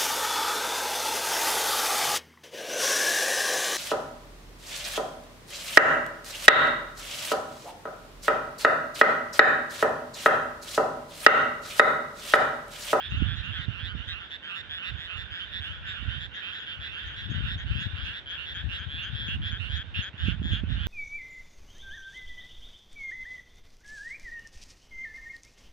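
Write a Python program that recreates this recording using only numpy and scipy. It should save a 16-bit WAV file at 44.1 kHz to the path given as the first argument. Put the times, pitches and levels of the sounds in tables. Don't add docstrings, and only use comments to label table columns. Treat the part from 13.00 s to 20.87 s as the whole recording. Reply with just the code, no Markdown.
import sys
import numpy as np
from scipy import signal
from scipy.fft import rfft, irfft, next_fast_len
from scipy.io import wavfile
from scipy.ndimage import uniform_filter1d

SR = 44100
rng = np.random.default_rng(int(sys.argv[2]) if len(sys.argv) > 2 else 0)


def transcribe(u):
    v = np.clip(np.atleast_2d(u).T, -1, 1)
    q = np.round(v * 32767).astype(np.int16)
    wavfile.write(sys.argv[1], SR, q)


def level_to_linear(level):
    exponent = np.asarray(level, float) / 20
    return 10 ** exponent


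N = 347067

SIDES = np.array([[0.5], [-0.5]])


def colour(x, points):
    hz, db = np.transpose(points)
    size = next_fast_len(N + 8192, True)
    bins = np.log(np.arange(size // 2 + 1) * SR / size + 1)
    padded = np.pad(x, [(0, 0), (4096, size - N - 4096)], mode="reflect")
    gain = level_to_linear(np.interp(bins, np.log(hz), db))
    return irfft(rfft(padded) * gain, size)[:, 4096:4096 + N]


def unit(x):
    return x / np.sqrt(np.mean(x ** 2))


def walk(rate):
    k = int(SR / rate)
    held = np.repeat(rng.standard_normal(N // k + 1), k)
    return 2.0 * uniform_filter1d(uniform_filter1d(held, k), k)[:N]


def road():
    # frequency in Hz, level in dB per Hz.
    road_spectrum = [(60, -21.5), (150, -2), (300, -7.5), (600, -11), (1000, -13), (2200, -12),
                     (4500, -25.5), (10500, -52.5)]
    mid, side = colour(rng.standard_normal((2, N)), [(25, -39.0)] + road_spectrum)
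    both = mid + level_to_linear(-10.5) * side * np.array([[1], [-1]])
    return unit(both) * level_to_linear(-55 + np.array([[-1.5], [1.5]]))


def gusts(table):
    edge_s, edge_db, calm_db = 0.056, 10, -62
    t = np.arange(0, N + 64, 64) / SR
    power = level_to_linear(2 * calm_db)
    for s, db, hold, sag_db in table:
        away = np.maximum(np.maximum(s - t, t - s - hold), 0) / edge_s
        sag = sag_db * np.clip((t - s) / max(hold, 0.01), 0, 1)
        power = power + level_to_linear(2 * (db - edge_db * away ** 1.16 - sag))
    return np.interp(np.arange(N) / SR, t, 10 * np.log10(power))


def wind():
    # start in seconds, level in dB, hold in seconds, sag over the
    # hold in dB.
    left_gusts = [(0.11, -31, 0.0092, -4), (0.89, -54.5, 0.66, 17), (1.52, -67, 0, -2),
                  (2.61, -45, 0.27, -3.5), (2.73, -35, 0, 26), (3.14, -54, 1.95, -21.5),
                  (3.79, -40.5, 0.0, -3), (4.08, -36.5, 0.006, 7.5), (4.3, -24, 0.21, 9.5),
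                  (4.6, -35.5, 0.11, 19), (4.75, -28, 0.019, -5.5), (5.15, -49, 1.6, -2),
                  (5.42, -38, 0, 11), (5.6, -33, 0.096, -4.5), (5.83, -33.5, 0.14, -0.5),
                  (5.99, -29.5, 0.027, 19), (6.13, -32, 0.3, -2), (6.15, -27, 0.039, 12.5),
                  (6.96, -30.5, 0, -2), (7.0, -35, 0.14, 23), (7.24, -37, 1.3, -4),
                  (7.56, -41, 0.033, -7.5)]
    right_gusts = [(0.18, -24, 1.016, 15), (0.21, -22, 0.117, 8), (0.69, -41, 0.0, -15),
                   (0.96, -27.5, 0.0078, 2), (1.29, -53.5, 0.097, -4), (1.62, -42.5, 0.82, 8),
                   (1.94, -30, 0.12, 16), (2.06, -46.5, 1.225, -9), (2.22, -35.5, 0.0, -6),
                   (2.55, -37, 0, -4), (3.02, -29.5, 0.186, 1), (3.84, -47, 1.1, -5),
                   (4.06, -43, 0.036, -2.5), (4.35, -35, 0.33, -5), (4.87, -50, 0.84, -0.5),
                   (5.33, -49, 0.78, 4), (6.1, -45.5, 0.19, 18), (6.35, -26, 0.62, 15.5),
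                   (6.72, -46, 0.05, -14.5), (7.25, -27, 0.057, -6.5), (7.3, -21, 0, 19),
                   (7.46, -20.5, 0.26, 10.5),
                   (7.721, -23.5, 0.16, 0.82)]
    # frequency in Hz, level in dB per Hz.
    eddy_spectrum = [(15, -34.5), (25, -27.5), (49, 7.5), (91, 7), (257, -18.5), (339, -29), (467, -58.5),
                     (568, -50.5), (700, -39.5), (910, -65), (1540, -120)]
    # time in seconds, peak in dB, left minus right in dB.
    slap_events = [(0.144, -38.5, -24.5), (0.22, -32, -35.5), (0.681, -36, -24.5), (0.948, -38, -26.5),
                   (3.025, -44.5, -29), (4.314, -31, 20.5), (4.405, -34, 18.5), (4.509, -36, 2.5),
                   (4.756, -36, 11.5), (4.865, -37, 22), (5.085, -43.5, 11), (6.284, -35, 19),
                   (6.989, -43, 36.5), (7.282, -21.5, -18.5), (7.415, -30.5, -23.5), (7.452, -32.5, -20),
                   (7.532, -29.5, -21), (7.634, -28, -26), (7.14, -41, -6.5)]
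    slap_spectrum = [(30, -6.0), (70, 41.5), (200, 43.0), (450, 19.5), (1000, -10.0), (3000, -34)]  # (Hz, dB)

    port_db = np.array([gusts(left_gusts), gusts(right_gusts)])
    lumps = level_to_linear(np.array([0.38 * walk(35) + 2.8 * walk(110) for _ in range(2)]))
    eddies = unit(colour(lumps * rng.standard_normal((2, N)), eddy_spectrum))
    soft = signal.sosfiltfilt(signal.butter(2, 170, fs=SR, output="sos"), eddies)
    bright = np.clip(level_to_linear(0.5 * (port_db + 34.5)), 0, 1.5)
    slaps = np.zeros((2, N))
    for s, db, side_db in slap_events:
        slaps[:, int(s * SR) + 150] = -level_to_linear(db + side_db * SIDES[:, 0])
    return level_to_linear(port_db) * (soft + bright * (eddies - soft)) + colour(slaps, slap_spectrum)


def thumps():
    # time in seconds, peak in dB, swing rate in Hz, left minus right in dB.
    thump_events = [(0.09, -36, 92, 13), (0.138, -34.5, 74.5, -7), (0.167, -22, 90.4, -24),
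                    (0.504, -24, 92, -39), (0.591, -28, 95, -32), (0.682, -23, 122.3, -37),
                    (0.828, -27, 92.6, -26), (0.944, -28, 73.2, -22), (1.914, -25.5, 79.7, -34),
                    (2.059, -46, 71.8, -20), (2.516, -38.5, 73, -16), (2.597, -29, 98.7, -11.5),
                    (2.691, -35.5, 103.5, 17), (3.017, -29.5, 76.7, -26), (3.788, -33, 108, 16.0),
                    (4.038, -32, 62.5, -6), (4.18, -33, 96.5, 12.5), (4.289, -40, 299, 6),
                    (4.289, -27, 107.3, 7.5), (4.37, -30.5, 123.5, 4.5), (4.553, -26, 102, 4),
                    (4.707, -29, 120, 11.5), (4.856, -23.5, 106, 25.0), (4.933, -23, 83.4, 21),
                    (5.051, -34.5, 75.4, 7.5), (5.556, -33, 79.2, 4), (5.648, -28.5, 70.5, 31),
                    (5.803, -40.5, 83.4, 12), (5.955, -31.5, 96, 19), (6.097, -27, 70.3, 15.5),
                    (6.216, -32.5, 121, 18), (6.346, -37.5, 51.1, -4.5), (6.347, -31, 102.4, -5.0),
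                    (6.466, -30.5, 79.5, -6), (6.732, -20, 88.2, -25), (6.874, -31, 86.1, -12),
                    (6.982, -39, 51, 21), (6.982, -29, 120, 28), (7.084, -39, 75.6, 23.5),
                    (7.14, -35.5, 90, -10.5), (7.273, -19.5, 91.2, -14.5), (7.397, -18, 84, -7),
                    (7.522, -19, 96.6, -15), (7.637, -17, 86.3, -15.5), (7.741, -20, 66.8, -21)]
    rise_s, decay_s, sag = 0.0043, 0.019, 0.25
    out = np.zeros((2, N + SR))
    t = np.arange(SR // 6) / SR
    envelope = (1 - np.exp(-t / rise_s)) * np.exp(-t / decay_s) * (1 - 6 * t)
    for s, db, hz, pan_db in thump_events:
        swing = -np.sin(2 * np.pi * hz * t * (1 - sag * t / 0.12)) * envelope
        share = np.array([[1], [level_to_linear(-pan_db)]]) / (1 + level_to_linear(-pan_db))
        start = int(s * SR)
        out[:, start:start + len(t)] += 4 * level_to_linear(db - 4) * share * swing
    return out[:, :N]


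def field(x, t60_s, wet_db):
    t = np.arange(SR // 4) / SR
    tail = rng.standard_normal((2, len(t))) * level_to_linear(-60 * t / t60_s) * np.clip(t / 0.0017, 0, 1)
    tail *= level_to_linear(wet_db) / np.sqrt(np.sum(tail ** 2, axis=1, keepdims=True))
    return x + signal.fftconvolve(x, tail, axes=1)[:, :N]


def crowd(count=300):
    # time in seconds, crowd level in dB.
    crowd_levels = [(0.0, -41.5), (0.59, -47), (1.2, -47), (1.47, -49), (2.2, -46), (2.48, -46), (2.8, -44),
                    (3.3, -44), (3.92, -44), (4.4, -44.5), (5.13, -46), (5.65, -47.5), (6.12, -45.5),
                    (6.39, -50.5), (6.64, -44.5), (6.88, -53.5), (7.14, -47.5), (7.39, -52.5),
                    (7.65, -48.5), (7.87, -43)]
    # time in seconds, delay in samples.
    turn_delays = [(0, 4.7), (4, 8.56), (7.87, 6.3)]
    far_voice = (-1, -22.5, 186, 0.85, 1.1, 0.41)
    when, size, far, side = rng.random((count, 4)).T
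    same = np.ones(count)
    s = when * N / SR
    hz = 3000 + 550 * size ** 0.7
    calls = np.c_[s, hz, -4 * far, 0.075 * same, -9 + 9 * side, -1.5 * same, np.outer(same, far_voice)]
    murmur = unit(chorus(calls, lag_scatter=4.7, later=np.interp(s, *np.transpose(turn_delays))))
    return murmur * level_to_linear(np.interp(np.arange(N) / SR, *np.transpose(crowd_levels)) - 5.0)


def croak(t, hz, length, pan_db, low_db, voice, chance):
    upper_levels = [-1, -23.5, -29, -43, -43]
    # multiple of the fold rate, level in dB.
    between = [(1.5, -12), (2.5, -23)]
    rise_s, slip_s, detune_share = 0.00074, 0.00004, 0.003
    open_share, fade_share, fade_db, close_s = 0.18, 0.45, -4.5, 0.0016
    lift4_db, lift6_db, pulse_hz, quicken, opening, glide = voice
    along = np.clip(t / length, 0, 1)

    rate = pulse_hz * (1 + 0.035 * chance[0, 0])
    beats = rate * t * (1 + quicken * (along - 1) / 2)
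    pulse = np.clip(beats, 0, len(chance) - 1).astype(int)
    size, slip, detune = chance[pulse].transpose(2, 0, 1)
    age = (beats % 1) / (rate * (1 + quicken * (along - 0.5)))
    age = np.maximum(age - slip_s * np.abs(slip), 0)
    swell = (age / rise_s) ** 2 * np.exp(-age / rise_s) * np.sin(np.pi * (beats % 1)) ** 0.026

    edges = np.interp(along, [0, open_share, 1 - fade_share, 1], [opening, 1, 1, level_to_linear(fade_db)])
    edges = edges * np.clip(t / 0.00027, 0, 1) * np.clip((length - t) / close_s, 0, 1)

    climb = glide * (along ** 0.83 - 0.31 * along ** 3 - 0.5)
    folds = np.pi * hz * age * (1 + climb + detune_share * detune)

    lift_db = {
        4: lift4_db - abs(lift4_db) * np.clip(2 * t / 0.029 - 1.5, 0, 1),
        6: lift6_db - 17.5 * SIDES,
    }
    upper = 0
    for k, db in enumerate(upper_levels, 2):
        level = level_to_linear(db + lift_db.get(k, 0) + 0.49 * (k + 1) * chance[k, 0])
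        upper = upper + level * (1.85 * swell) ** min(k - 2, 3) * np.sin(k * folds)
    upper = level_to_linear(pan_db * SIDES) * upper
    for k, db in between:
        upper = upper + level_to_linear(db) * (2.3 * swell) * np.sin(k * folds)

    low_level = level_to_linear(low_db - 7.5 * SIDES + (2 * along - 1))
    low_phase = folds * (1 - (1 - 0.4) * climb) + np.pi * hz * (1 - 0.7) * (t[:1] - t)
    lowest = low_level * (1.95 * swell) ** 0.35 * np.sin(1.0064 * low_phase)
    return 4 * level_to_linear(0.69 * size) * swell * edges * (upper + lowest)


def chorus(calls, lag_scatter, later):
    out = np.zeros((2, N + SR))
    chances = rng.standard_normal((len(calls), 32, 3))
    for (s, hz, db, length, pan_db, low_db, *voice), chance, extra in zip(calls, chances, later):
        start = int(max(s, 0) * SR)
        lag = extra + lag_scatter * chance[1, 1]
        t = (np.arange(int(length * SR) + 40) - np.array([[0], [lag]])) / SR
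        out[:, start:start + t.shape[1]] += level_to_linear(db) * croak(t, hz, length, pan_db, low_db, voice, chance)
    return out[:, :N]


def frog(calls, voice, rise):
    s = np.array(calls)[:, 0]
    pan_db, low_db = [np.interp(s * SR, [0, N], voice[k:k + 2]) for k in (0, 2)]
    return np.c_[calls, pan_db, low_db, np.outer(np.ones(len(s)), (*voice[4:], rise))]


def near_frogs():
    # start in seconds, strongest (second) partial in Hz,
    # level in dB, length in seconds.
    deep_calls = [(0.108, 2830, -44.5, 0.079), (0.431, 2824, -43, 0.084), (0.68, 2960, -49, 0.066),
                  (0.735, 2790, -44, 0.092), (0.968, 2930, -49, 0.085), (1.119, 2760, -43, 0.073),
                  (1.497, 2756, -41.5, 0.083), (1.826, 2750, -41.5, 0.081), (2.093, 2770, -42, 0.093),
                  (2.644, 2910, -43.5, 0.082), (2.958, 2900, -47, 0.085), (3.419, 2660, -43.5, 0.1),
                  (3.715, 2860, -50.5, 0.08), (3.871, 2710, -47, 0.11), (4.434, 2820, -43, 0.075),
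                  (4.71, 2750, -47, 0.055), (4.77, 2780, -44.5, 0.061), (5.051, 2795, -43, 0.083),
                  (5.378, 2850, -41.5, 0.08), (5.69, 2834, -42, 0.082), (5.98, 2800, -43.5, 0.076),
                  (6.282, 2820, -41, 0.084), (6.599, 2830, -40.5, 0.09), (6.944, 2800, -40.5, 0.078),
                  (7.258, 2820, -42, 0.072), (7.513, 2860, -46.5, 0.091)]
    mellow_calls = [(0, 3180, -39, 0.016), (0.194, 2890, -43, 0.078), (0.562, 3060, -42, 0.061),
                    (0.869, 3050, -41, 0.06), (1.189, 2900, -45.5, 0.058), (1.772, 2950, -42.5, 0.086),
                    (2.068, 3060, -42.5, 0.073), (2.391, 3100, -41.5, 0.059), (2.701, 3300, -46, 0.075),
                    (3.083, 3090, -42.5, 0.11), (3.414, 3200, -41.5, 0.13), (3.665, 3100, -42, 0.096),
                    (3.96, 3130, -43.5, 0.11), (4.335, 3050, -45.5, 0.1), (4.66, 3030, -43, 0.1),
                    (4.948, 2900, -44.5, 0.095), (7.186, 3030, -44, 0.079), (7.752, 2990, -45, 0.11)]
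    bright_calls = [(0.008, 3424, -41.5, 0.078), (0.27, 3416, -38.5, 0.082), (0.518, 3364, -39, 0.071),
                    (0.785, 3350, -41, 0.09), (1.08, 3750, -41, 0.057), (1.428, 3250, -42, 0.098),
                    (1.695, 3430, -40.5, 0.094), (1.975, 3516, -40.5, 0.1), (2.305, 3346, -40, 0.11),
                    (2.607, 3380, -40, 0.076), (2.866, 3350, -41.5, 0.12), (3.186, 3290, -44.5, 0.084),
                    (3.422, 3600, -49.5, 0.091), (3.658, 3450, -41.5, 0.082), (3.923, 3190, -41, 0.083),
                    (4.214, 3410, -43, 0.055), (4.458, 3390, -48, 0.088), (4.745, 3385, -39, 0.11),
                    (4.96, 3300, -42, 0.14), (5.259, 3310, -41, 0.1), (5.56, 3510, -48.5, 0.068),
                    (5.887, 3390, -39, 0.14), (6.141, 3420, -38.5, 0.094), (6.418, 3357, -39, 0.1),
                    (6.69, 3290, -39.5, 0.085), (6.94, 3260, -40.5, 0.11), (7.232, 3355, -38, 0.093),
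                    (7.511, 3340, -39, 0.069), (7.786, 3376, -43, 0.097)]
    reedy_calls = [(0.097, 3300, -53, 0.075), (0.166, 3260, -49.5, 0.068), (0.354, 3370, -52, 0.065),
                   (0.44, 3310, -53.5, 0.075), (0.594, 3200, -55, 0.071), (1.07, 3260, -51, 0.085),
                   (1.2, 3330, -58, 0.088), (1.3, 3060, -55, 0.052), (2.41, 3100, -55, 0.073),
                   (2.69, 3330, -61, 0.089), (3.34, 3260, -50, 0.072), (3.589, 3380, -47, 0.063),
                   (4.061, 3220, -50, 0.092), (4.3, 3330, -46.5, .07), (4.578, 3270, -46, 0.061),
                   (4.8, 3395, -44, .07), (5.045, 3250, -44, 0.098), (5.294, 3230, -44, 0.082),
                   (5.543, 3290, -42, 0.075), (5.783, 3230, -44, 0.07), (6.026, 3200, -43.5, 0.071),
                   (6.268, 3290, -44, 0.084), (6.509, 3250, -41, 0.068), (6.756, 3280, -42.5, 0.074),
                   (7.02, 3280, -42, 0.074), (7.262, 3150, -44, 0.089), (7.52, 3280, -44.5, 0.091)]
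    high_calls = [(0.114, 3780, -47, 0.05), (0.356, 3740, -45, 0.062), (0.6, 3670, -42.5, 0.056),
                  (0.84, 3730, -42.5, 0.05), (1.307, 3590, -40, .062), (1.552, 3610, -40.5, 0.066),
                  (1.845, 3680, -37.5, 0.062), (2.164, 3580, -40, 0.072), (2.528, 3590, -39, .074),
                  (2.865, 3660, -40.5, 0.065), (2.951, 3450, -52, 0.05), (3.02, 3220, -52.5, 0.073),
                  (3.201, 3520, -41, 0.068), (3.525, 3470, -41.5, 0.07), (3.545, 3850, -46.5, .05),
                  (3.8, 3460, -41, .082), (3.83, 3880, -48, .05), (3.891, 3700, -50, 0.057),
                  (4.155, 3460, -42.5, 0.07), (4.165, 3830, -46, .06), (4.499, 3870, -49, .05),
                  (4.819, 3870, -48, .05), (5.14, 3860, -49, .06), (5.47, 3930, -49.5, 0.052),
                  (5.73, 3860, -47, .05), (4.471, 3550, -40, 0.087), (5.125, 3530, -42, 0.075),
                  (5.456, 3500, -42, 0.081), (5.715, 3390, -40.5, 0.078), (6.201, 3410, -40.5, 0.076),
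                  (6.452, 3490, -39, .05), (6.72, 3700, -42.5, 0.062), (6.946, 3560, -39.5, 0.071),
                  (7.179, 3510, -42.5, 0.1), (7.428, 3450, -42, 0.13), (7.689, 3640, -45.5, 0.071),
                  (7.827, 3400, -53, 0.047)]
    hollow_calls = [(0.26, 2950, -53, .1), (0.541, 2980, -51, .11), (0.55, 3830, -52, .1),
                    (0.9, 2860, -55, 0.062), (1.074, 3310, -50, .08), (1.199, 2830, -56.5, 0.07),
                    (1.423, 3420, -54, 0.051), (1.478, 2860, -51.5, .11), (2.003, 3430, -58, 0.087),
                    (2.091, 2720, -55, 0.09), (2.7, 2810, -60, .09), (2.84, 3400, -49.5, .08),
                    (2.92, 2900, -60, 0.092), (3.08, 3590, -57, .07), (3.341, 3610, -51, .07),
                    (3.84, 3770, -50.5, .06), (4.071, 3730, -59, .06), (4.34, 3730, -53, 0.059),
                    (4.582, 3720, -53.5, .06), (4.458, 3100, -57, .08), (5.7, 3110, -53.5, 0.11),
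                    (7.691, 3440, -60, .06)]
    # left minus right in dB, first and last; lowest partial in dB,
    # first and last; lift of partial 4 in dB, of partial 6 in dB; pulse rate in Hz,
    # pulse speed-up as a share, opening level as a share.
    deep_voice = (-13, -14, -6, -19, -1.5, -6, 200, 0.33, 0.72)
    mellow_voice = (-5.5, -10, -6, -8.5, -2.5, -9.5, 182.5, 0.3, 0.3)
    bright_voice = (-5.5, 0.8, -6, -8, -2.5, 7, 170, 0.45, 0.45)
    reedy_voice = (16.5, 5.5, -4, -2, 11, -8.5, 198, 0.3, 0.5)
    high_voice = (-7.5, 3.5, -4.5, -5.5, 1.5, -10, 186.5, 0.59, 0.5)
    hollow_voice = (-2, 9, 4, 3.5, -5, -8.5, 190, -0.07, .5)
    pitch_rises = (.075, .11, .1, .04, .045, .03)
    port_lags = [(8.1, 8.8, 10.2, 13.1), (7.5, 9.1, 10.6, 11.6), (2.8, 7.2, 10.1, 12.2),
                 (10.1, 8.5, 3.3, .6), (8.3, 9.7, 9.4, 7.4), (7, 8, 8, 9)]

    tables = (deep_calls, mellow_calls, bright_calls, reedy_calls, high_calls, hollow_calls)
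    voices = (deep_voice, mellow_voice, bright_voice, reedy_voice, high_voice, hollow_voice)
    calls = np.vstack([frog(*f) for f in zip(tables, voices, pitch_rises)])
    later = []
    for table, lags in zip(tables, port_lags):
        s = np.array(table)[:, 0]
        later.append(np.interp(s * SR, np.linspace(0, N, len(lags)), lags))
    return level_to_linear(2) * chorus(calls, lag_scatter=1.0, later=np.hstack(later))


def scene():
    near = field(near_frogs(), t60_s=0.11, wet_db=-15)
    far = field(crowd(), t60_s=0.36, wet_db=4.5)
    return near + far + wind() + thumps() + road()


def roll_off(x):
    return signal.sosfilt(signal.butter(12, 11090, fs=SR, output="sos"), x)


def record(dry):
    # frequency in Hz, gain in dB.
    microphone = [(25, -45.5), (40, -12.5), (55, -2), (3800, 0.5), (4600, -3), (9000, -2), (9800, -23.5),
                  (10600, -2.5), (11300, -11)]
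    return roll_off(colour(dry, microphone))


dry = scene()
out = record(dry)
transcribe(out)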